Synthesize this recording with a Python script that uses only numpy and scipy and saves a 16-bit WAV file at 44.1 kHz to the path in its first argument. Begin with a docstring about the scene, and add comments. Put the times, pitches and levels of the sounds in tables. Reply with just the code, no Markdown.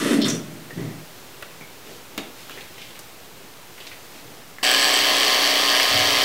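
"""Something is dragged along a shelf and set down in a small tiled bathroom, over microphone hiss.
Random slips ring the wall, the board and the thing; hands click, rustle and rub with brush and tube.
Then an electric toothbrush buzzes in a mouth: a geared motor swings the head, which knocks at both ends
of its swing; drive tones run along. A far door thuds near the end, as decaying low room modes."""
import sys
import numpy as np
from scipy import signal
from scipy.fft import rfft, irfft
from scipy.io import wavfile
from scipy.ndimage import uniform_filter1d

SR = 44100
rng = np.random.default_rng(int(sys.argv[2]) if len(sys.argv) > 2 else 0)


def transcribe(signal):
    """Save signal, clipped to [-1, 1], as a 16-bit WAV file at the path in sys.argv[1]."""
    frames = np.atleast_2d(signal).T
    limited = np.clip(frames, -1, 1)
    pcm = np.round(limited * 32767).astype(np.int16)
    wavfile.write(sys.argv[1], SR, pcm)


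N = 275485
TIME = np.arange(N) / SR


def undb(db):
    """Amplitude factor of a level in dB."""
    return 10 ** (np.asarray(db) / 20)


def unit(x):
    """Scale to an RMS of 1."""
    return x / np.sqrt(np.mean(x ** 2))


def ring(x, modes):
    """Parallel resonances (Hz, width Hz, dB); alternating sign, so valleys do not cancel."""
    out = 0
    for k, (hz, width_hz, db) in enumerate(modes):
        b, a = signal.iirpeak(hz, hz / width_hz, SR)
        out = out + (-1) ** k * undb(db) * signal.lfilter(b, a, x)
    return out


def walk(rate_hz):
    """Random levels held 1 / rate_hz s, smoothed twice, RMS 1."""
    k = int(SR / rate_hz)
    steps = np.repeat(rng.standard_normal(N // k + 1), k)
    return unit(uniform_filter1d(uniform_filter1d(steps, k), k)[:N])


def slips(rate_hz, scatter_db):
    """Stick-slip: random ticks of either sign, a few much larger than the rest."""
    chance = rng.random((3, N))
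    hit = chance[0] < rate_hz / SR
    size = undb(-scatter_db * np.log(chance[2] + 1e-9))
    return hit * np.sign(chance[1] - 0.5) * size


def stroke(start_s, hold_s, db, attack_s, fall_db_per_s):
    """Gain that rises linearly, holds, then falls exponentially."""
    t = TIME - start_s
    rise = np.clip(t / attack_s, 0, 1)
    return rise * undb(db - fall_db_per_s * np.maximum(t - attack_s - hold_s, 0))


def swell(middle_s, length_s, db):
    """Gain that rises and sinks smoothly."""
    return undb(db) * np.cos(np.pi * np.clip((TIME - middle_s) / length_s, -0.5, 0.5)) ** 2


# Noise spectrum. Each row: frequency in Hz, relative density in dB per Hz.
HISS_SPECTRUM = [(20, -30), (30, -13), (50, -11), (70, -11.5), (110, -2.5), (200, -9.5), (430, -7),
                 (800, -8), (1400, -10.5), (3100, -12.5), (6000, -16.5), (10800, -20.5), (14600, -18),
                 (15800, -22)]
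HISS_DB, HISS_WAVER_DB = -44, 0.47


def hiss():
    """Microphone hiss and building hum: shaped noise, level wavering slightly."""
    hz, db = np.transpose(HISS_SPECTRUM)
    f = np.maximum(np.fft.rfftfreq(N, 1 / SR), 1)
    shape = undb(np.interp(np.log(f), np.log(hz), db))
    noise = unit(irfft(rfft(rng.standard_normal(N)) * shape, N))
    return undb(HISS_DB + HISS_WAVER_DB * walk(3.68)) * noise


# Tiled-room decay. Each row: band centre in Hz, 60 dB decay time in s.
ROOM_DECAY = [(250, 0.36), (1000, 0.46), (4000, 0.34), (12000, 0.15)]
ROOM_DB = -9


def room(x):
    """Tiles return a dense tail that loses its high treble first."""
    t = np.arange(SR // 2) / SR
    tail = 0
    for hz, t60_s in ROOM_DECAY:
        band = ring(rng.standard_normal(len(t)), [(hz, 1.65 * hz, 0)])
        tail = tail + band * undb(-60 * t / t60_s)
    tail = tail * np.clip((t - 0.003) / 0.019, 0, 1)  # builds up from 3 to 22 ms
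    tail = tail / np.sqrt(np.sum(tail ** 2))
    return x + undb(ROOM_DB) * signal.fftconvolve(x, tail)[:N]


# Low room modes. Each row: frequency in Hz, level in dB, 60 dB decay time in s.
DOOR_MODES = [(95, -31.5, 0.95), (113.6, -32, 1), (136.2, -35, 1), (244, -32, 0.44)]
DOOR_S, DOOR_ATTACK_S = 5.91, 0.015


def door():
    """A soft blow through the walls rings the low modes of the room."""
    t = np.maximum(TIME - DOOR_S, 0)
    modes = sum(undb(db - 60 * t / t60_s) * np.sin(2 * np.pi * hz * t) for hz, db, t60_s in DOOR_MODES)
    return modes * (1 - np.exp(-t / DOOR_ATTACK_S))


# Hand and cloth moves. Each row: middle in s, length in s, low shuffle in dB, rustle in dB.
HAND_MOVES = [(1.45, 0.88, -58, -62), (1.925, 0.3, -49, -50.5), (2.213, 0.27, -46.5, -62),
              (2.405, 0.15, -64, -48), (2.547, 0.32, -57, -52.5), (2.857, 0.46, -60.5, -55),
              (3.445, 0.35, -57, -68), (3.855, 0.2, -71, -51.5), (4.165, 0.17, -56, -51.5),
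              (4.33, 0.26, -50.5, -57)]
# Fingers rubbing plastic. Each row: middle in s, length in s, level in dB.
PLASTIC_RUBS = [(2.55, .2, -50), (2.83, .35, -50), (3.837, .15, -53)]
# Plastic resonance. Each row: frequency in Hz, width in Hz, gain in dB.
PLASTIC_MODES = [(3120, 610, 0)]
SHUFFLE_FLOOR_DB, RUSTLE_FLOOR_DB = -56.5, -63.5


def hands():
    """Shuffling lows, fine crackle of cloth and hair, fingers on plastic."""
    shuffle_gain = undb(SHUFFLE_FLOOR_DB) + sum(swell(s, length, db) for s, length, db, _ in HAND_MOVES)
    rustle_gain = undb(RUSTLE_FLOOR_DB) + sum(swell(s, length, db) for s, length, _, db in HAND_MOVES)
    rub_gain = sum(swell(*row) for row in PLASTIC_RUBS)
    shuffle = unit(ring(rng.standard_normal(N), [(178, 66, -2.5), (392, 190, -0.5)]))
    rustle = unit(ring(slips(4000, 2.1), [(3060, 3000, 17), (5540, 2800, -16), (11000, 7700, -14)]))
    rub = unit(ring(slips(900, 2.5), PLASTIC_MODES))
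    return shuffle_gain * shuffle + rustle_gain * rustle + rub_gain * rub


# Clicks of plastic, glass and the switch; last, a sharp click where the buzz sets in. Each row: start in s,
# level in dB, centre in Hz, kind.
CLICK_EVENTS = [(0.217, -14.5, 3660, "ring"), (.283, -18, 5720, "ring"), (.30, -16, 6000, "ring"),
                (.349, -26, 7700, "ring"), (0.707, -28.5, 1830, "ping"), (.777, -35, 1950, "scuff"),
                (1.425, -19.5, 1610, "snap"), (1.611, -28, 2280, "ping"), (1.872, -34, 3200, "tick"),
                (2.178, -14, 2580, "knock"), (2.496, -25.5, 1500, "snap"), (2.508, -27.5, 2900, "tap"),
                (2.575, -24.5, 2000, "tap"), (2.608, -25.5, 3000, "tick"), (2.781, -27, 2830, "tick"),
                (2.817, -25.5, 2840, "tick"), (2.953, -30, 2600, "tick"), (2.991, -24.5, 6960, "snap"),
                (3.779, -30, 1800, "tick"), (3.803, -25.5, 2920, "tap"), (3.868, -23.5, 3430, "tick"),
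                (3.916, -25.5, 2160, "tap"), (4.585, -23, 1690, "switch"), (4.612, -34, 1690, "switch"),
                (4.63, -11.5, 3000, "jerk")]
# Kinds of click; "jerk" is simply the sharp click where the buzz sets in. Each entry: width as share of centre,
# 60 dB decay time in s, then scratchy tail, crack and thump, each in dB re the click level.
CLICK_KINDS = {"ring": (0.7, 0.07, -9, -9, -21), "ping": (.07, 0.15, -10.5, -25, -10.5),
               "switch": (0.2, .04, -5, -14, -27), "tap": (0.45, 0.16, -13, -11, -17.5),
               "tick": (0.85, 0.11, -11.5, -11.5, -24), "knock": (1, 0.09, -11, -1, -9.5),
               "snap": (1.2, .045, -9, -4, -14.5), "jerk": (0.9, 1, -13.5, -15, -35),
               "scuff": (.25, 0.85, -9, -25, -4.5)}
CRACK_T60_S = 0.0018


def clicks():
    """Each click: a blow and its scratchy tail ringing in one band, a broad crack and a dull thump."""
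    out = np.zeros(N + SR)
    t = np.arange(SR // 4) / SR
    for start_s, db, hz, kind in CLICK_EVENTS:
        share, t60_s, tail_db, crack_db, thump_db = CLICK_KINDS[kind]
        width_hz = share * hz
        noise = rng.standard_normal((3, len(t)))
        fade = undb(-60 * t / t60_s)
        blow = np.sin(2 * np.pi * hz * t) * np.exp(-np.pi * width_hz * t)
        scratch = ring(ring(noise[0], [(hz, width_hz, 0)]), [(hz, 1.1 * width_hz, 0)])
        tail = undb(tail_db) * unit(scratch) * fade
        crack = undb(crack_db) * np.diff(noise[1], prepend=0) * undb(-60 * t / CRACK_T60_S)
        thump = undb(thump_db) * unit(ring(noise[2], [(136, 67, -2.4), (404, 290, 0.42)])) * fade
        first = int(start_s * SR)
        out[first:first + len(t)] += undb(db) * (blow + tail + crack + thump)
    return out[:N]


# Pushes along the shelf. Each row: end of attack in s, hold in s,
# wall boom in dB, board rumble in dB, scrape in dB, squeal in dB.
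SHELF_PUSHES = [(0, .14, -38.5, -25.5, -28.5, -36.5), (0.257, 0.028, -27, -27.5, -30.5, -54),
                (0.443, 0.3, -49, -46.5, -54.5, -66), (.775, 0.088, -31.5, -36.5, -55, -55)]
# Jolts of the board. Each row: start in s, rumble in dB.
BOARD_LURCHES = [(.05, -21), (.108, -19), (0.177, -18.5), (0.231, -27), (0.336, -27)]
# One squeal, one rattle. Each: start in s, hold in s, level in dB.
SQUEAK_EVENT = (0.205, 0.022, -27.5)
JINGLE_EVENT = (.281, 0.0045, -26)
# Resonances of wall, board and dragged thing. Each row: frequency in Hz, width in Hz, gain in dB.
WALL_MODES = [(110, 55, -3.5), (171, 81, 1.5)]
BOARD_MODES = [(204, 59, 0), (318, 194, 0.5), (486, 96, -1.5), (597, 97, -5.5)]
SCRAPE_MODES = [(930, 360, -0.5), (1350, 590, 3), (1940, 380, 5), (2720, 960, 0.5), (8650, 6200, -4)]
SQUEAL_MODES = [(3100, 280, -0.5), (3607, 190, 3.5), (4220, 450, -0.5), (5410, 460, -1)]
RATTLE_MODES = [(5780, 580, -3.5), (6760, 800, 1.5), (7000, 1000, 0)]
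PUSH_ATTACK_S, LURCH_ATTACK_S, LURCH_HOLD_S = 0.015, 0.0066, 0.0056
WALL_FALL_DB_PER_S, BOARD_FALL_DB_PER_S, SCRAPE_FALL_DB_PER_S = 100, 118, 182
LURCH_FALL_DB_PER_S, SQUEAK_FALL_DB_PER_S = 502, 285
RATTLE_RE_SQUEAL_DB, SLIP_SCATTER_DB = -11, 2.22


def push_gain(column, fall_db_per_s):
    """Summed push strokes for one level column."""
    return sum(stroke(row[0] - PUSH_ATTACK_S, row[1], row[column], PUSH_ATTACK_S, fall_db_per_s)
               for row in SHELF_PUSHES)


def drag():
    """Dense slips shake the wall, the board and the dragged thing."""
    wall = push_gain(2, WALL_FALL_DB_PER_S)
    board = push_gain(3, BOARD_FALL_DB_PER_S)
    scrape = push_gain(4, SCRAPE_FALL_DB_PER_S)
    thin = push_gain(5, SCRAPE_FALL_DB_PER_S)
    board = board + sum(stroke(s, LURCH_HOLD_S, db, LURCH_ATTACK_S, LURCH_FALL_DB_PER_S)
                        for s, db in BOARD_LURCHES)
    squeal = thin + stroke(*SQUEAK_EVENT, 0.02, SQUEAK_FALL_DB_PER_S)
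    rattle = undb(RATTLE_RE_SQUEAL_DB) * thin + stroke(*JINGLE_EVENT, 0.0026, SQUEAK_FALL_DB_PER_S)
    # gain, slips per second, resonances
    parts = [(wall, 590, WALL_MODES), (board, 880, BOARD_MODES), (scrape, 6020, SCRAPE_MODES),
             (squeal, 4080, SQUEAL_MODES), (rattle, 3020, RATTLE_MODES)]
    out = 0
    for gain, rate_hz, modes in parts:
        out = out + gain * unit(ring(ring(slips(rate_hz, SLIP_SCATTER_DB), modes), modes))
    return out


BUZZ_FROM_S = 4.6295
SWING_HZ, SHAFT_HZ = 61.85, 280.6  # nominal


def drive_turn():
    """Running angle for 1 Hz; load makes the speed waver."""
    return 2 * np.pi * np.cumsum(1 + 0.0015 * walk(6)) / SR


# Steady tones of the drive. Each row: multiple of shaft speed, multiple of swing rate, mean RMS level in dB.
DRIVE_TONES = [(0, 3, -58), (0, 4, -52), (0, 5, -46), (0, 6, -49), (0, 7, -42), (0, 8, -46), (0, 9, -39),
               (0, 10, -40), (0, 11, -43), (0, 12, -38), (0, 13, -44), (0, 14, -51), (0, 15, -44),
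               (0, 16, -44), (0, 17, -36), (0, 18, -43), (0, 19, -39), (0, 20, -40), (0, 21, -47),
               (0, 25, -47), (0, 26, -40), (0, 27, -39), (0, 28, -41), (0, 29, -41), (0, 30, -38),
               (0, 33, -38), (0, 37, -40), (0, 54, -40), (1, -1, -54), (1, 0, -40.5), (1, 1, -49),
               (1, 2, -42), (1, 3, -50), (1, 4, -49), (1, 5, -47), (1, 6, -46), (1, 7, -53), (2, -3, -54),
               (2, -1, -47), (2, 1, -41), (2, 3, -40)]
WHINE_TEETH, WHINE_RMS_DB = 43, -52
TONE_WAVER_DB = 1.93


def tones(turn):
    """Each drive tone swells and slips in phase alone, the high ones slip more; a gear whine on top."""
    out = undb(WHINE_RMS_DB) * np.sin(WHINE_TEETH * SHAFT_HZ * turn + 0.97 * walk(40))
    for shaft_multiple, swing_multiple, db in DRIVE_TONES:
        hz = shaft_multiple * SHAFT_HZ + swing_multiple * SWING_HZ
        slip_rad = hz / 2500 * walk(25)
        start_rad = 2 * np.pi * rng.random()
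        out = out + undb(db + TONE_WAVER_DB * walk(14)) * np.sin(hz * turn + start_rad + slip_rad)
    return np.sqrt(2) * out * (TIME >= BUZZ_FROM_S)  # sqrt(2): RMS to peak


# Handle, neck and mouth. Each row: frequency in Hz, width in Hz, gain in dB.
BODY_MODES = [(290, 170, -15.5), (704, 140, -7), (1090, 176, -4.5), (1867, 444, -2), (2193, 334, -2),
              (3086, 416, 1), (4544, 460, -0.5), (5670, 880, -7.5), (8350, 1040, -14.5),
              (10940, 1800, -18.5)]
# Bristles. Each row: frequency in Hz, width in Hz, gain in dB.
BRISTLE_MODES = [(13750, 800, -18), (15600, 900, -20)]
# Head ringing on teeth. Each row: start in s, ring level in dB.
TOOTH_TAPS = [(4.637, -32), (4.705, -25), (4.835, -31.5), (4.867, -31), (4.932, -22), (4.965, -31),
              (5.178, -36), (5.222, -36)]
# Mouth opens wider and rings hollow. Each row: middle in s, length in s, ring level in dB.
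MOUTH_OPENINGS = [(4.724, .3, -26.5), (4.86, 0.12, -30), (5.74, 0.12, -28), (5.83, 0.068, -36)]
CHATTER_DB, CHATTER_WAVER_DB = -19.5, 0.35
TEETH_FIRST_DB, TEETH_FALL_DB_PER_S = -33.5, 21
TAP_ATTACK_S, TAP_FALL_DB_PER_S = 0.004, 703
HOLLOW_FLOOR_DB = -35
JOINT_DECAY_S = 0.0005


def swing_knocks(turn):
    """Head stops at both ends of the swing: late by a few samples, one end harder, sizes scattered."""
    ends = np.flatnonzero(np.diff(np.floor(turn * SWING_HZ / np.pi)))
    chance = rng.standard_normal((2, len(ends)))
    size_db = -4 * (np.arange(len(ends)) % 2) + 1.8 * chance[1]
    late = np.abs(6.0 * chance[0]).astype(int)
    knocks = np.zeros(N + 99)
    knocks[ends + late] = undb(size_db)
    return unit(knocks[:N])


def gear_grit(turn):
    """Gear noise; the same teeth meet at the same place of every swing, so part repeats."""
    place = (turn * SWING_HZ / (2 * np.pi) % 1 * SR / SWING_HZ).astype(int)
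    return rng.standard_normal(N) + 0.36 * rng.standard_normal(SR)[place]


def toothbrush(turn):
    """A knock at each end of the swing, gear chatter in between, through body, teeth and mouth."""
    knocks = swing_knocks(turn)
    grit = gear_grit(turn)
    # play in the joint lets every knock rattle on, most plainly in the treble
    shake = unit(signal.lfilter([1], [1, -np.exp(-1 / (JOINT_DECAY_S * SR))], knocks))
    low = unit((2.76 + shake) * grit) + undb(-15) * knocks
    high = unit((1.64 + shake) * grit) + undb(-14) * knocks
    buzz = unit(ring(low, BODY_MODES[:8]) + ring(high, BODY_MODES[8:] + BRISTLE_MODES))

    sizzle = [(7930, 530, 0)]
    teeth = unit(ring(ring(knocks * undb(4 * walk(40)) + 0.3 * grit, sizzle), sizzle))
    hollow = unit(ring(knocks + grit, [(1655, 146, 0)]))

    buzz_gain = undb(CHATTER_DB + CHATTER_WAVER_DB * walk(8))
    # the ring on teeth fades once the buzz is heard
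    teeth_gain = undb(TEETH_FIRST_DB - TEETH_FALL_DB_PER_S * (TIME - BUZZ_FROM_S))
    teeth_gain = teeth_gain + sum(stroke(s, 0, db, TAP_ATTACK_S, TAP_FALL_DB_PER_S) for s, db in TOOTH_TAPS)
    hollow_gain = undb(HOLLOW_FLOOR_DB) + sum(swell(*row) for row in MOUTH_OPENINGS)
    out = buzz_gain * buzz + teeth_gain * teeth + hollow_gain * hollow
    return out * (TIME >= BUZZ_FROM_S)


def scene():
    """Brush, drag, clicks and hands excite the room; tones, door and hiss bypass it."""
    turn = drive_turn()
    in_room = room(toothbrush(turn) + drag() + clicks() + hands())
    return (in_room + tones(turn) + door() + hiss())[None]


TOP_HZ, OFFSET = 15740, 0.0042


def record(dry):
    """The microphone chain cuts the top steeply and adds a small constant offset."""
    low_pass = signal.ellip(10, 0.2, 60, TOP_HZ, fs=SR, output="sos")
    return signal.sosfilt(low_pass, dry) + OFFSET


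dry = scene()
out = record(dry)
transcribe(out)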